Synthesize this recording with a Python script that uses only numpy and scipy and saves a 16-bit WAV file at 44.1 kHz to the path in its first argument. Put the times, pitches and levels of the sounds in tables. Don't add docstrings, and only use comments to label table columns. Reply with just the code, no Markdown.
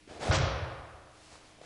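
import sys
import numpy as np
from scipy import signal
from scipy.fft import rfft, irfft
from scipy.io import wavfile

SR = 44100
rng = np.random.default_rng(int(sys.argv[2]) if len(sys.argv) > 2 else 0)


def transcribe(signal):
    frames = np.atleast_2d(signal).T
    limited = np.clip(frames, -1, 1)
    pcm = np.round(limited * 32767).astype(np.int16)
    wavfile.write(sys.argv[1], SR, pcm)


N = 72765

# (frequency [Hz], relative spectral density [dB])
AIR_SPECTRUM = [(25, 0), (60, 1.5), (130, -5.5), (200, -2), (320, -4), (600, -10.5), (1200, -13.5),
                (2500, -10.5), (5000, -15.5), (8000, -20.5), (11000, -20.5)]
# (frequency [Hz], rms level [dB])
HUM_TONES = [(120, -70), (310, -70)]
# (frequency [Hz], time to decay by 60 dB [s])
HALL_T60 = [(50, 1.26), (120, 1.15), (250, 1.24), (550, 1.596), (1200, 1.7), (2200, 1.27), (4000, 1),
            (6000, 0.74), (9000, 0.056)]
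# (start [s], rise [s], hold [s], release [s], level [dB], tilt [dB/octave])
LIMB_SWINGS = [(0.074, 0.025, 0.081, 0.021, -49.5, 1), (0.192, 0.038, 0.073, 0.009, -36, 1),
               (1.065, 0.19, 0.098, 0.074, -58, 4.5), (1.30, 0.021, 0.04, .028, -56, 2.5),
               (1.425, 0.018, 0.034, 0.12, -62, 4), (1.602, 0.036, 0.058, 0.038, -54.5, 2.5)]
# (frequency [Hz], relative spectral density [dB])
RUB_SPECTRUM = [(40, -30), (90, 3), (180, -2.5), (350, -3), (560, 3), (760, 0), (930, -6.5), (1150, -8),
                (2000, -12), (4500, -18), (8000, -24.5), (11000, -35)]
# (time [s], level [dB], pitch [Hz], half width [s])
FOLD_FLAPS = [(0.078, -43.5, 340, 0.0019), (0.112, -38.5, 450, 0.0011), (0.1968, -38.5, 460, 0.0021),
              (0.2316, -35.5, 1170, 0.00094), (0.233, -33.5, 730, 0.0023), (.2715, -27.5, 522, 0.0014),
              (0.282, -27, 663, 0.0013), (.3145, -29.5, 567, 0.00057), (1.5884, -47, 488, 0.00068),
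              (1.5983, -53, 497, .001), (1.616, -40.5, 547, 0.002)]
# (time [s], level [dB])
WEIGHT_SHIFTS = [(0.108, -50), (0.17, -49), (0.205, -52), (0.261, -39), (.808, -43), (0.949, -47),
                 (1.341, -53.5), (1.506, -60)]
# (frequency [Hz], level [dB], time to decay by 60 dB [s])
FLOOR_MODES = [(73.5, -39.5, 1.5), (86.5, -54, 0.67), (101.2, -44, 0.87), (115.6, -41.5, 1.06),
               (131.3, -38.5, 1.05), (144.1, -34.5, 0.72)]
# (delay [s], gain [dB])
WALL_ECHOES = [(0.061, -13), (0.1075, -8.5), (0.1319, -10), (.229, -18.5), (.257, -15), (.33, -16.5)]
# (frequency [Hz], gain [dB])
FLOOR_RADIATION = [(25, -36), (45, -5.5), (65, -2.5), (85, -4.5), (105, -7), (125, -1), (142, 5.5),
                   (165, 9.5), (220, 6)]
# (frequency [Hz], relative spectral density [dB])
SNAP_SPECTRUM = [(100, -23), (200, -16.5), (280, 0), (320, 3), (420, -4.5), (540, 2.5), (750, -1.5),
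                 (950, -0.5), (1350, -1.5), (1900, -5.5), (3200, -9.5), (6000, -13.5), (9000, -84)]
# (frequency [Hz], relative spectral density [dB])
WHIP_SPECTRUM = [(500, 2.5), (1500, 5.5), (2900, 4), (4500, -0.5), (6500, -1), (8000, -6), (9300, -22.5),
                 (11000, -61)]
# (time [s], level [dB])
SEAM_CRACKS = [(0.311, -46), (0.325, -29.5), (0.3422, -29.5), (0.3533, -29), (0.3665, -30.5),
               (0.385, -28.5)]
# (frequency [Hz], level [dB], time to decay by 60 dB [s])
BOARD_MODES = [(452, -58, 1.5), (540.6, -36, 1.29), (631, -42.5, 1.53), (769, -43, 1.14),
               (953, -39.5, 0.21), (1135, -30.5, 0.085), (1460, -39.5, 1)]
# (time [s], level [dB], pitch [Hz], half width [s])
FOOT_TAPS = [(1.329, -46.5, 606, 0.00039), (1.356, -42, 1040, 0.00051), (1.378, -52, 566, 0.0013)]

TIME = np.arange(N) / SR
BIN_HZ = np.fft.rfftfreq(N, 1 / SR)


def amp(db):
    return 10 ** (np.asarray(db) / 20)


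def unit_rms(x):
    return x / np.sqrt(np.mean(x ** 2) + 1e-20)


def curve_at(points, hz):
    frequencies, values = np.transpose(points)
    return np.interp(np.log(hz + 1), np.log(frequencies), values)


def colour(x, spectrum, tilt=0):
    gain_db = curve_at(spectrum, BIN_HZ) + tilt * np.log2((BIN_HZ + 20) / 1000)
    return unit_rms(irfft(rfft(x) * amp(gain_db), N))


def envelope(start, rise, hold, release):
    t = TIME - start
    return np.clip(t / rise, 0, 1) * np.exp(-np.maximum(t - rise - hold, 0) / release)


def pulse(at, hz, width):
    t = TIME - at
    return np.exp(-0.5 * (t / width) ** 2) * np.cos(2 * np.pi * hz * t)


def hall(x, gap_s=0.0056, build_s=0.067):
    hz, age, bands = signal.stft(rng.standard_normal(N), SR, nperseg=1024)
    phases = bands / (abs(bands) + 1e-12)
    decay = amp(-60 * age / curve_at(HALL_T60, hz)[:, None])
    tail = signal.istft(phases * decay, SR, nperseg=1024)[1][:N]
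    tail *= np.clip((TIME - gap_s) / build_s, 0, 1)
    low_band = abs(rfft(tail))[BIN_HZ < 2000]
    tail /= np.sqrt(np.mean(low_band ** 2))
    return signal.fftconvolve(x, tail)[:N]


def moving_hall(x, cycle_s=0.024, paths=4):
    feeds = np.array([np.maximum(np.cos(2 * np.pi * (TIME / cycle_s - k / paths)), 0)
                      for k in range(paths)])
    feeds /= np.sqrt((feeds ** 2).sum(0))
    return sum(hall(x * feed) for feed in feeds)


def background():
    hum = sum(amp(db) * np.sqrt(2) * np.sin(2 * np.pi * (hz * TIME + rng.random()))
              for hz, db in HUM_TONES)
    return amp(-61) * colour(rng.standard_normal(N), AIR_SPECTRUM) + hum


def cotton(spectrum, tilt=0, creases_per_s=3500, spread_db=2.5, rub_share=0.57):
    sizes = amp(spread_db * np.minimum(rng.exponential(1, N), 4))
    creases = sizes * rng.choice([-1, 1], N) * (rng.random(N) < creases_per_s / SR)
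    rub = np.sqrt(rub_share) * rng.standard_normal(N)
    return colour(np.sqrt(1 - rub_share) * unit_rms(creases) + rub, spectrum, tilt)


def swishes():
    direct = sum(amp(db) * envelope(*timing) * cotton(RUB_SPECTRUM, tilt)
                 for *timing, db, tilt in LIMB_SWINGS)
    return direct + amp(-3.5) * moving_hall(direct)


def flaps():
    direct = np.zeros(N)
    for at, db, hz, width in FOLD_FLAPS:
        crackle = envelope(at - width, rise=width, hold=0, release=2 * width) * cotton(RUB_SPECTRUM)
        direct += amp(db) * (pulse(at, hz, width) + amp(-7.5) * crackle)
    return direct + amp(4.5) * moving_hall(direct)


def treads():
    direct = sum(amp(db) * pulse(at, hz=72, width=0.0067) for at, db in WEIGHT_SHIFTS)
    return direct + amp(-7) * hall(direct)


def stamp(at=0.3045, boom_rise_s=0.014):
    heel = amp(-27) * pulse(0.292, hz=170, width=0.0034)
    thump = amp(-16.5) * pulse(at, hz=92.6, width=0.006)
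    t = np.maximum(TIME - at, 0)
    modes = sum(amp(db - 60 * t / t60) * np.sin(2 * np.pi * hz * t) for hz, db, t60 in FLOOR_MODES)
    boom = np.minimum(t / boom_rise_s, 1) * modes
    echoes = sum(amp(db) * np.interp(TIME - delay, TIME, thump) for delay, db in WALL_ECHOES)
    radiated = irfft(rfft(thump) * amp(curve_at(FLOOR_RADIATION, BIN_HZ)), N)
    reverberation = hall(amp(6) * radiated + amp(-2.5) * heel)
    return heel + thump + boom + echoes + reverberation


def snap():
    taut = amp(-29.5) * envelope(0.310, rise=0.0016, hold=0.016, release=0.05) * cotton(SNAP_SPECTRUM)
    whip = amp(-31.5) * envelope(0.3232, rise=0.015, hold=0.024, release=0.016) * cotton(WHIP_SPECTRUM)
    bursts = sum(amp(db) * envelope(at, rise=0.0015, hold=0, release=0.002) for at, db in SEAM_CRACKS)
    cracks = bursts * cotton(WHIP_SPECTRUM)
    return taut + whip + cracks + moving_hall(amp(1.5) * taut + amp(-2.5) * (whip + cracks))


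def boards(at=0.311, rise_s=0.0027, waver_hz=22, waver_depth=0.51):
    t = np.maximum(TIME - at, 0)
    lowpass = np.exp(-(BIN_HZ / waver_hz) ** 2)
    ring = np.zeros(N)
    for hz, db, t60 in BOARD_MODES:
        slow_noise = irfft(rfft(rng.standard_normal((2, N))) * lowpass, N)
        swell, drift = waver_depth * unit_rms(slow_noise)
        phase = 2 * np.pi * hz * t
        ring += amp(db - 60 * t / t60) * ((1 + swell) * np.sin(phase) + drift * np.cos(phase))
    return np.minimum(t / rise_s, 1) * ring


def taps():
    direct = sum(amp(db) * pulse(at, hz, width) for at, db, hz, width in FOOT_TAPS)
    return direct + amp(-0.5) * hall(direct)


def scene():
    mono = background() + swishes() + flaps() + treads() + stamp() + snap() + boards() + taps()
    return np.array([mono, mono])


def record(dry):
    cutoff_hz = 11050
    lowpass = signal.firwin(511, cutoff_hz, window=("kaiser", 9), fs=SR)
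    return signal.oaconvolve(dry, lowpass[None], "same")


dry = scene()
out = record(dry)
transcribe(out)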